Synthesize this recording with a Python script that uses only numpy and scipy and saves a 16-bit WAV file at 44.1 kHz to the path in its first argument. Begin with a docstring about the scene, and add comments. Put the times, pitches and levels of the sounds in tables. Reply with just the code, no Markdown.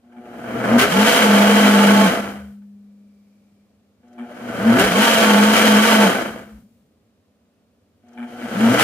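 """Kitchen: a jug blender full of nuts and water is pulsed three times; the sound ends as the third pulse bites.
Each pulse starts with a mains buzz (sine lines), the motor winds up (gliding tone) and the blades bite
with a splash. In the first two the blades drone under load (a tone shaped by the jug's resonance),
then the swirl of slosh, churn and spray (coloured noise and grains) dies away and a hum lingers.
"""
import sys
import numpy as np
from scipy import signal
from scipy.fft import rfft, irfft, next_fast_len
from scipy.io import wavfile
from scipy.ndimage import uniform_filter1d, minimum_filter1d

SR = 44100
rng = np.random.default_rng(int(sys.argv[2]) if len(sys.argv) > 2 else 0)


def master_out(mix):
    """Clip the mix to full scale and print it as 16-bit PCM to the path in sys.argv[1]."""
    frames = np.transpose(np.atleast_2d(mix))
    ceiling = np.clip(frames, -1, 1)
    pcm = np.round(ceiling * 32767).astype(np.int16)
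    wavfile.write(sys.argv[1], SR, pcm)


N = 389403
TIME = np.arange(N) / SR
SIZE = next_fast_len(N)
BINS = np.maximum(np.fft.rfftfreq(SIZE, 1 / SR), 1)  # Hz

RECTIFIED_MAINS_HZ = 120.1
USUAL_PITCH_HZ = 207.9
# after switch-on the speed climbs evenly until the bite; the swirl has formed shortly after
SPIN_UP_S, SWIRL_DELAY_S = 0.8154, 0.115


def from_db(db):
    """Decibels to gain."""
    return 10 ** (np.asarray(db) / 20)


def rms_one(x):
    """Scale to unit power."""
    return x / np.sqrt(np.mean(x ** 2) + 1e-20)


def gate(spans, fade_s):
    """One inside each (from, to) span, fading linearly outside."""
    return sum(np.clip(1 + np.minimum(TIME - begin, end - TIME) / fade_s, 0, 1) for begin, end in spans)


def bump(centre_s, length_s):
    """Gaussian swell of height one."""
    return np.exp(-((TIME - centre_s) / length_s) ** 2)


def bursts(rows, attack_s=0.003):
    """Envelope of (start_s, level_db, length_s) events: fast attack, Gaussian fall."""
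    return sum(from_db(level_db) * np.clip((TIME - start_s) / attack_s, 0, 1) * bump(start_s, length_s)
               for start_s, level_db, length_s in rows)


def at_bins(points):
    """A (freq_hz, value) table interpolated over log frequency."""
    hz, value = np.transpose(points)
    return np.interp(np.log(BINS), np.log(hz), value)


def white():
    """Two unrelated white noises."""
    return rng.standard_normal((2, N))


def drift(rate_hz):
    """Unit-power noise through two poles at rate_hz, made at SR / 20 and interpolated."""
    pole = np.exp(-40 * np.pi * rate_hz / SR)
    noise = rng.standard_normal(N // 20 + 4002)
    slow = signal.lfilter([1], [1, -2 * pole, pole * pole], noise)[4000:]
    return np.interp(np.arange(N) / 20, np.arange(len(slow)), rms_one(slow))


def grains(per_s, spread_db):
    """Impacts of nut pieces and collapsing bubbles; any level spread is exponential in dB."""
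    sizes = from_db(spread_db * np.minimum(rng.exponential(1, N), 4))
    return rms_one(white() * sizes * (rng.random(N) < per_s / SR))


def turn(hz):
    """Running phase of a moving frequency."""
    return 2 * np.pi * np.cumsum(hz) / SR


# stereo likeness: freq_hz, correlation [-1..1]
LIKENESS = [(100, 0.94), (250, 0.93), (500, 0.89), (1000, 0.3), (2000, 0.57), (4000, 0.17), (12000, 0)]
# left over right: freq_hz, balance_db
BALANCE_DB = [(60, -1), (120, -2.5), (240, 1), (480, 0.5), (950, -4), (1890, 1), (3770, -1), (7520, 2.5),
              (15000, 2)]
LEFT_LEAD_S = 0.00008


def place(pair, shape_db):
    """Colour two unrelated signals and deal them to left and right as common and opposed sound."""
    mid, side = rfft(pair, SIZE) * from_db(shape_db)
    alike = np.clip(at_bins(LIKENESS), -0.99, 0.99)
    both = np.sqrt(1 + alike) * mid + np.sqrt(1 - alike) * side * [[1], [-1]]
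    both = both * from_db(at_bins(BALANCE_DB) * [[0.5], [-0.5]])
    both[1] *= np.exp(-2j * np.pi * BINS * LEFT_LEAD_S)
    return irfft(both, SIZE)[:, :N] / np.sqrt(2)


# resonances of jug and motor housing: freq_hz, width_hz, lift_db
JUG = [(474, 33, 6.5), (521, 25, 2.5), (667, 52, 8), (1210, 19, 5), (1355, 50, 7.5), (1517, 110, 8.5),
       (1685, 42, 4.5), (2000, 45, 4.5), (2270, 150, 5), (2900, 130, 4.5), (3135, 73, 7), (3100, 90, 0.5),
       (4004, 32, 5.5), (4550, 80, 5), (6400, 150, 1.5), (7760, 200, -8), (10440, 66, 5),
       (12720, 230, -5.5)]


def jug_db():
    """Lift that the resonances give to sound inside the jug."""
    return sum(lift_db / (1 + (2 * (BINS - hz) / width_hz) ** 2) for hz, width_hz, lift_db in JUG)


# motor switching: on_s, off_s, coast_s (time to rest)
PULSES = [(0, 2.05, 0.56), (4, 6.05, 0.63), (8, 10.05, .62)]


def pulse_clock():
    """Current pulse: time since switch-on, time since switch-off, coasting time."""
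    rows = np.array(PULSES)
    on, off, coast = rows[np.searchsorted(rows[1:, 0], TIME)].T
    return TIME - on, TIME - off, coast


def swirling(fade_s, overhang_s=0.06):
    """One from the formed swirl until overhang_s after the power is cut."""
    return gate([(on + SPIN_UP_S + SWIRL_DELAY_S, off + overhang_s) for on, off, coast in PULSES], fade_s)


# loaded blade pitch, one curve for each of the first two pulses: time_s, pitch_hz
LOAD_PITCH = [
    [(0.9, 155.5), (0.928, 171.3), (0.95, 190.8), (1.008, 206.3), (1.082, 224.3), (1.168, 226),
     (1.302, 202.8), (1.604, 207), (2.05, 201)],
    [(4.91, 170.2), (4.96, 193.3), (5.02, 221.1), (5.17, 222.3), (5.37, 204.1), (5.58, 219.9),
     (5.76, 208.3), (5.868, 220.1), (6.05, 207)],
]
FALL_HZ_PER_S = 680  # power off


def blade_pitch():
    """Pitch wanders with the load and drops once the power is cut."""
    since_off = pulse_clock()[1]
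    time_s, pitch_hz = np.vstack(LOAD_PITCH).T
    loaded = np.interp(TIME, time_s, pitch_hz)
    return np.maximum(loaded - FALL_HZ_PER_S * np.maximum(since_off, 0), 60)


# drone lines: multiple_of_pitch, level_db
DRONE_ORDERS = [(1, -0.5), (2, -32.5), (3, -36.5), (4, -23.5)]


def drone(pitch, level_db, overtones_db=0):
    """Spinning blades shake the jug: a nearly pure tone with weak harmonics."""
    phase = turn(pitch * (1 + 0.0062 * drift(21)))
    tone = 0
    for order, order_db in DRONE_ORDERS:
        waver_db = 0.5 * drift(11) if order == 1 else overtones_db + 4 * drift(11)
        tone = tone + from_db(order_db + waver_db) * np.sin(round(order) * phase)
    return np.sqrt(2) * tone * from_db(level_db)


DRONE_DB, RESONANCE_HZ, RESONANCE_WIDTH_HZ = -12, 199.6, 17
RESONANCE_RISE_HZ_PER_S = 0.97  # the mix gets smoother and frothier
SLIP_HZ, SLIP_DB_PER_HZ = 214.2, 0.7  # above this the blades draw air and lose grip
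RING_UP_S = 0.019


def loaded_drone(pitch):
    """The drone swells as its pitch dwells on the full jug's resonance, which lags to build and fade."""
    resonance_hz = RESONANCE_HZ + RESONANCE_RISE_HZ_PER_S * TIME
    detuned_db = 10 * np.log10(1 + (2 * (pitch - resonance_hz) / RESONANCE_WIDTH_HZ) ** 2)
    slip_db = SLIP_DB_PER_HZ * np.maximum(pitch - SLIP_HZ, 0)
    keep = np.exp(-1 / (RING_UP_S * SR))
    loss_db = signal.lfilter([1 - keep], [1, -keep], detuned_db) + slip_db
    return drone(pitch, DRONE_DB - loss_db) * swirling(fade_s=0.048, overhang_s=0.022)


# wind-up flares on a resonance: peak_s, pitch_hz, level_db
WIND_UPS = [(.757, 237, -9.5), (4.693, 229, -9), (8.652, 228.3, -9)]
GLIDE_HZ_PER_S, LINGER_S, FLARE_RISE_S, FLARE_FALL_S = 800, 0.035, 0.037, 0.049


def wind_up():
    """The drone glides up, lingers and flares at a resonance, and is cut off at the bite."""
    rows = np.array(WIND_UPS)
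    later_starts = [on for on, off, coast in PULSES[1:]]
    peak_s, hz, level_db = rows[np.searchsorted(later_starts, TIME)].T
    past = np.clip(TIME - peak_s, -0.2, 0.2)
    pitch = hz + GLIDE_HZ_PER_S * (past - LINGER_S * np.tanh(past / LINGER_S))
    spans = [(flare[0] - 0.1, pulse[0] + SPIN_UP_S) for flare, pulse in zip(WIND_UPS, PULSES)]
    sweep_s = np.where(past < 0, FLARE_RISE_S, FLARE_FALL_S)
    flare_gain = gate(spans, fade_s=0.011) / (1 + (past / sweep_s) ** 2)
    return drone(pitch, level_db, overtones_db=-2) * flare_gain


# nominal level at full speed, sink towards rest, bend of the climb (1 = evenly in dB)
SLOSH_DB, SLOSH_RANGE_DB, SLOSH_BEND = -40.5, 36, 1.5
CHURN_DB, CHURN_RANGE_DB, CHURN_BEND = -15.5, 54.5, 1.35
SPRAY_DB, SPRAY_RANGE_DB, SPRAY_BEND = -34.5, 50.5, 1.16
COAST_BEND = 1.084  # above 1 the swirl carries on at first, then collapses
BOG_DELAY_S, BOG_S, BOG_DB = 0.11, 0.06, 3.5  # blades bog down after the bite
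HEAVE_DB, HEAVE_S = 7.5, 0.053
BITE_SPRAY_DB, BITE_S = 4, 0.035
SWIRL_SPRAY_DB, SPRAY_DB_PER_HZ = 10, 0.2
SPRAY_RISE_DB_PER_S = 0.76  # before the swirl; a smoother, frothier mix sprays more easily


def flow_levels(pitch):
    """Slosh, churn and spray in dB follow the speed, which ramps up, holds and coasts down."""
    since_on, since_off, coast = pulse_clock()
    since_bite = since_on - SPIN_UP_S
    coasting = 1 - (np.maximum(since_off, 0) / coast) ** COAST_BEND
    speed = np.clip(np.minimum(since_on / SPIN_UP_S, coasting), 0, 1)
    swirl = np.clip(since_bite / 0.16, 0, 1)

    slosh_sink_db = SLOSH_RANGE_DB * (1 - speed) ** SLOSH_BEND * (1 - 0.27 * swirl)
    heave_db = HEAVE_DB * np.exp(-(since_bite / HEAVE_S) ** 2)
    slosh_db = SLOSH_DB - slosh_sink_db + heave_db + 1.5 * drift(4)

    bog_db = BOG_DB * np.exp(-((since_bite - BOG_DELAY_S) / BOG_S) ** 2)
    churn_db = CHURN_DB - CHURN_RANGE_DB * (1 - speed) ** CHURN_BEND - bog_db

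    racing_hz = np.clip(pitch - USUAL_PITCH_HZ, -8, 25)
    swirl_db = swirl * speed * (SWIRL_SPRAY_DB + SPRAY_DB_PER_HZ * racing_hz)
    rise_db = (1 - swirl) * SPRAY_RISE_DB_PER_S * TIME
    bite_db = BITE_SPRAY_DB * np.exp(-(since_bite / BITE_S - 0.7) ** 2)
    spray_db = SPRAY_DB - SPRAY_RANGE_DB * (1 - speed) ** SPRAY_BEND + swirl_db + rise_db + bite_db
    return slosh_db, churn_db, spray_db


# liquid spectra: freq_hz, density_db (relative, per Hz)
SLOSH = [(25, -21.5), (45, -12), (70, 0), (95, -2.5), (122, 5), (150, 3), (260, -26)]
CHURN = [(130, -30), (200, 4.5), (280, 2), (380, -2.5), (560, 1), (800, -0.5), (1000, -4), (1250, -2.5),
         (1600, -3.5), (2300, -7), (2700, -8.5), (3200, -8), (3600, -24.5), (6000, -44)]
SPRAY = [(2000, -29.5), (3400, 0.5), (3530, -3), (3930, -1.5), (4250, -4), (7060, -6), (7660, -6),
         (10300, -9.5), (14100, -11.5), (15500, -17.5)]


def liquid(pitch, slosh_db, churn_db, spray_db):
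    """Slosh noise, churn grains and spray; the last two surge with passing blades and lumps in the flow."""
    lumps = from_db(1.07 * drift(35) + 0.29 * drift(8.2))
    chop = lumps * (1 + 0.067 * np.cos(turn(pitch * (1 + 0.04 * drift(25)))))
    ripple = 1 + 0.09 * np.cos(2 * np.pi * RECTIFIED_MAINS_HZ * TIME)
    slosh = rms_one(place(white(), at_bins(SLOSH)))
    churn_grains = chop * ripple * grains(per_s=6000, spread_db=0.5)
    churn = rms_one(place(churn_grains, at_bins(CHURN) + jug_db()))
    spray_mix = chop * (grains(per_s=2500, spread_db=0) + 2.5 * white())
    spray = rms_one(place(spray_mix, at_bins(SPRAY) + jug_db()))

    # more spray turns the churn from gurgle to bright roar
    froth_db = np.clip(spray_db - churn_db + 7, -12, 4)
    gurgle = signal.sosfiltfilt(signal.butter(2, 450, fs=SR, output="sos"), churn)
    roar = signal.sosfiltfilt(signal.butter(2, 2100, "high", fs=SR, output="sos"), churn)
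    gurgle_change = gurgle * (from_db(-0.5 * froth_db) - 1)
    roar_change = roar * (from_db(1.1 * froth_db + 4.5) - 1)
    churn = churn + gurgle_change + roar_change

    # churn and spray are slightly weaker until the shaft breaks loose
    stuck = gate([(start - 0.2, start + length) for start, db, length in CHATTER], fade_s=0.06)
    stirred = gate([(on + 0.06, off + coast - 0.08) for on, off, coast in PULSES], fade_s=0.11)
    settling = gate([(on + 0.33, off + coast) for on, off, coast in PULSES], fade_s=0.49)
    moving = churn * from_db(churn_db - stuck) + spray * from_db(spray_db - 2.9 * stuck)
    return settling * slosh * from_db(slosh_db) + stirred * moving


# wavering vortex tones: freq_hz (at usual speed), width_hz, level_db (against the churn)
VORTEX = [(255.5, 2.6, -15), (466, 23, -10), (644.3, 10, -13.5), (883, 10, -9.5), (1120, 22, -13.5)]


def vortex(pitch, churn_db):
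    """The formed swirl howls in narrow, unsteady bands that bend with the speed."""
    speed = pitch / USUAL_PITCH_HZ
    phase = turn(np.maximum(speed, 0.96) ** 0.65)
    pair = []
    for channel in range(2):
        tones = 0
        for hz, width_hz, level_db in VORTEX:
            band = drift(width_hz) * np.cos(hz * phase) + drift(width_hz) * np.sin(hz * phase)
            tones = tones + from_db(level_db) * band
        pair.append(tones)
    formed = np.clip((speed - 0.86) / 0.033, 0, 1) * swirling(fade_s=0.02, overhang_s=0.03)
    return place(np.array(pair), 0) * from_db(churn_db) * formed


# blades fling liquid at the wall: start_s, level_db, length_s
SPLASHES = [(0.78, -5.5, 0.049), (4.783, -10.5, 0.035), (8.783, -14, 0.16)]


def splashes():
    """Short bright crashes of liquid and nuts on the wall: grain bursts coloured by the jug."""
    colour = at_bins([(150, -27.5), (400, -9), (1000, -1.5), (1700, 0.5), (3100, -3.5), (4000, -9.5),
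                      (9000, -14), (15000, -18)])
    crash = rms_one(place(grains(per_s=9000, spread_db=1.5), colour + jug_db()))
    return bursts(SPLASHES, attack_s=0.016) * crash


# air pockets gulp in the liquid: centre_s, level_db, length_s, start_hz, end_hz
GULPS = [(0.84, -21.5, 0.032, 385, 425), (4.816, -21.5, 0.061, 350, 445), (4.856, -23.5, 0.047, 185, 198.8),
         (4.863, -35, 0.022, 50, 65.6), (2.445, -47, .06, 80, 69.5), (6.558, -45, 0.032, 62, 57.4)]


def gulps():
    """Each air pocket swells into a short gliding tone."""
    out = 0
    for centre_s, level_db, length_s, start_hz, end_hz in GULPS:
        pitch = np.interp(TIME, [centre_s - length_s, centre_s + length_s], [start_hz, end_hz])
        tone = np.sqrt(2) * np.sin(turn(pitch))
        out = out + from_db(level_db) * bump(centre_s, length_s) * tone
    return out


# upper buzz lines: multiple_of_rectified_mains, level_db
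BUZZ_ORDERS = [(3, -6), (4, -10.5), (5, -10), (6, -4.5), (7, -12.5)]
# soft start: delay, then a rise with the current up to a ceiling
BUZZ_DELAY_S, BUZZ_START_DB, BUZZ_RISE_DB_PER_S, BUZZ_TOP_DB = 0.04, -53.5, 47, -37
UPPER_START_DB, UPPER_RISE_DB_PER_S, UPPER_TOP_DB = -63, 92, -44
STRAIN_DB = 11.5  # above the chatter


def buzz(churn_db):
    """Chopped mains current buzzes the motor, rougher as the liquid starts to move."""
    powered_s = pulse_clock()[0] - BUZZ_DELAY_S
    level = from_db(np.minimum(BUZZ_START_DB + BUZZ_RISE_DB_PER_S * powered_s, BUZZ_TOP_DB))
    # swells while the shaft strains, eases once it is free
    strain = sum(from_db(level_db + STRAIN_DB) * bump(start_s + 0.63 * length_s, 0.5 * length_s)
                 for start_s, level_db, length_s in CHATTER)
    relief = sum(bump(start_s + 0.12, 0.057) for start_s, level_db, length_s in CHATTER)
    rough = np.clip((churn_db + 50) / 25, 0.15, 1)
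    phase = turn(RECTIFIED_MAINS_HZ * (1 + 0.017 * rough * drift(20)))
    main_gain = (level * from_db(-5 * relief) + strain) * from_db(7.7 * rough * drift(25))
    main = main_gain * np.sin(2 * phase)

    # upper lines flutter, rise with the current, dissolve as the liquid takes over
    upper = 0
    for order, order_db in BUZZ_ORDERS:
        line = np.sin(round(order) * phase + 0.7 * drift(12))
        upper = upper + from_db(order_db + 3.5 * drift(25)) * line
    upper = upper * from_db(np.minimum(UPPER_START_DB + UPPER_RISE_DB_PER_S * powered_s, UPPER_TOP_DB))
    upper = upper * np.clip((0.62 - powered_s) / 0.23, 0, 1)
    buzzing = np.clip(1 + powered_s / 0.012, 0, 1) * np.clip((0.66 - powered_s) / 0.065, 0, 1)

    # the lowest line swells with the torque until the bite
    starting = gate([(on + 0.18, on + SPIN_UP_S) for on, off, coast in PULSES], fade_s=0.04)
    torque_db = np.minimum(1.41 * churn_db, -26) - 3.5 + 2 * drift(18)
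    lowest = from_db(torque_db) * starting * np.sin(phase)
    return np.sqrt(2) * ((main + upper) * buzzing + lowest)


# knocks of the drive and of nuts in the jug: peak_s, level_db
KNOCKS = [(0.123, -53), (2.619, -63), (4.033, -64), (8.084, -61), (8.131, -57), (8.227, -39.5)]
# coupling chatters as the shaft breaks loose: start_s, level_db, length_s
CHATTER = [(.165, -50.5, 0.039), (4.18, -42, 0.066), (8.173, -42, 0.085)]
# modes of coupling and base: freq_hz, half_width_hz, level_db
COUPLING = [(860, 36, 11.5), (1420, 310, 3.5), (1560, 110, -1), (1750, 55, 2), (2300, 130, 1.5),
            (3070, 270, -6), (8900, 3700, -28)]


def knocks():
    """Single knocks, and chatter at every kick of the rectified mains: noise ringing in the base."""
    blows = sum(from_db(level_db) * (TIME >= peak_s) * np.exp(-np.abs(TIME - peak_s) / 0.019)
                for peak_s, level_db in KNOCKS)
    kicks = rms_one(np.exp(-(TIME * RECTIFIED_MAINS_HZ % 1) / 0.5))
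    power = sum(from_db(2 * level_db) / (1 + ((BINS - hz) / half_width_hz) ** 2) ** 2
                for hz, half_width_hz, level_db in COUPLING)
    strikes = (blows + kicks * bursts(CHATTER)) * white()
    return place(strikes, 10 * np.log10(power / power.mean()))


# drive takes up its slack: start_s, level_db
TICKS = [(.127, -74), (4.079, -68), (4.129, -63), (8.083, -62), (8.13, -62)]


def ticks():
    """Small bright clicks: noise bursts that die at once."""
    colour = at_bins([(1500, -15), (4000, 0), (6000, 8), (10000, -7), (15000, -26)])
    clicks = bursts([(start_s, level_db, 0.011) for start_s, level_db in TICKS])
    return clicks * rms_one(place(white(), colour))


# hum after the first two stops: start_s, pitch_hz, level_db, t60_s, unsteady_share [0..1]
RINGS = [(2.201, 203, -32.5, 3.1, 0), (6.3, 212.8, -34, 1.45, 0.61)]


def ringing():
    """A hum near the drone's pitch hangs on after a stop and decays exponentially."""
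    out = 0
    for start_s, hz, level_db, t60_s, unsteady in RINGS:
        since = TIME - start_s
        fade = from_db(level_db - 60 * np.abs(since) / t60_s) * np.clip(1 + since / 0.036, 0, 1)
        waver = np.sqrt(2) * (1 - unsteady) + unsteady * (drift(12) + 1j * drift(30))
        out = out + fade * np.real(waver * np.exp(2j * np.pi * hz * TIME))
    return out


def faint_hiss():
    """A thin band of noise comes and goes in the first pause."""
    colour = at_bins([(1900, -25), (2320, 3.5), (2750, -19.5), (4600, -8.5), (9000, -17)])
    return from_db(-74) * bump(3.3, 0.49) * rms_one(place(white(), colour))


# kitchen spectrum: freq_hz, density_db (relative, per Hz)
ROOM_TONE = [(18, -62.5), (30, -36), (83, -5), (105, -3.5), (129, -18), (228, -1), (364, -17.5), (394, -12),
             (581, -13.5), (905, -25.5), (1170, -24.5), (1560, -28.5), (2250, -30.5), (2490, -29.5),
             (15000, -42)]
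ROOM_TONE_DB = -61.5


def room_tone():
    """The quiet hum of the kitchen: steady coloured noise."""
    return from_db(ROOM_TONE_DB) * rms_one(place(white(), at_bins(ROOM_TONE)))


def scene():
    """The blender over the kitchen's hum."""
    pitch = blade_pitch()
    slosh_db, churn_db, spray_db = flow_levels(pitch)
    motor = loaded_drone(pitch) + wind_up() + buzz(churn_db) + knocks() + ticks()
    contents = liquid(pitch, slosh_db, churn_db, spray_db) + vortex(pitch, churn_db) + splashes() + gulps()
    # leans left, less so while the swirl fills the jug
    lean_db = 1.5 - 1.1 * swirling(fade_s=0.19)
    blender = (motor + contents + ringing()) * from_db(lean_db * [[0.5], [-0.5]])
    return blender + room_tone() + faint_hiss()


CUTOFF_HZ = 15450


def record(dry):
    """A quick limiter holds peaks to 0.97 of full scale, then a steep lowpass cuts the top."""
    span = round(0.006 * SR)
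    allowed = 0.97 / np.maximum(np.abs(dry).max(axis=0), 0.97)
    gain = uniform_filter1d(minimum_filter1d(allowed, span), span)
    lowpass = signal.ellip(10, 0.1, 80, CUTOFF_HZ, fs=SR, output="sos")
    return signal.sosfilt(lowpass, dry * gain)


dry = scene()
out = record(dry)
master_out(out)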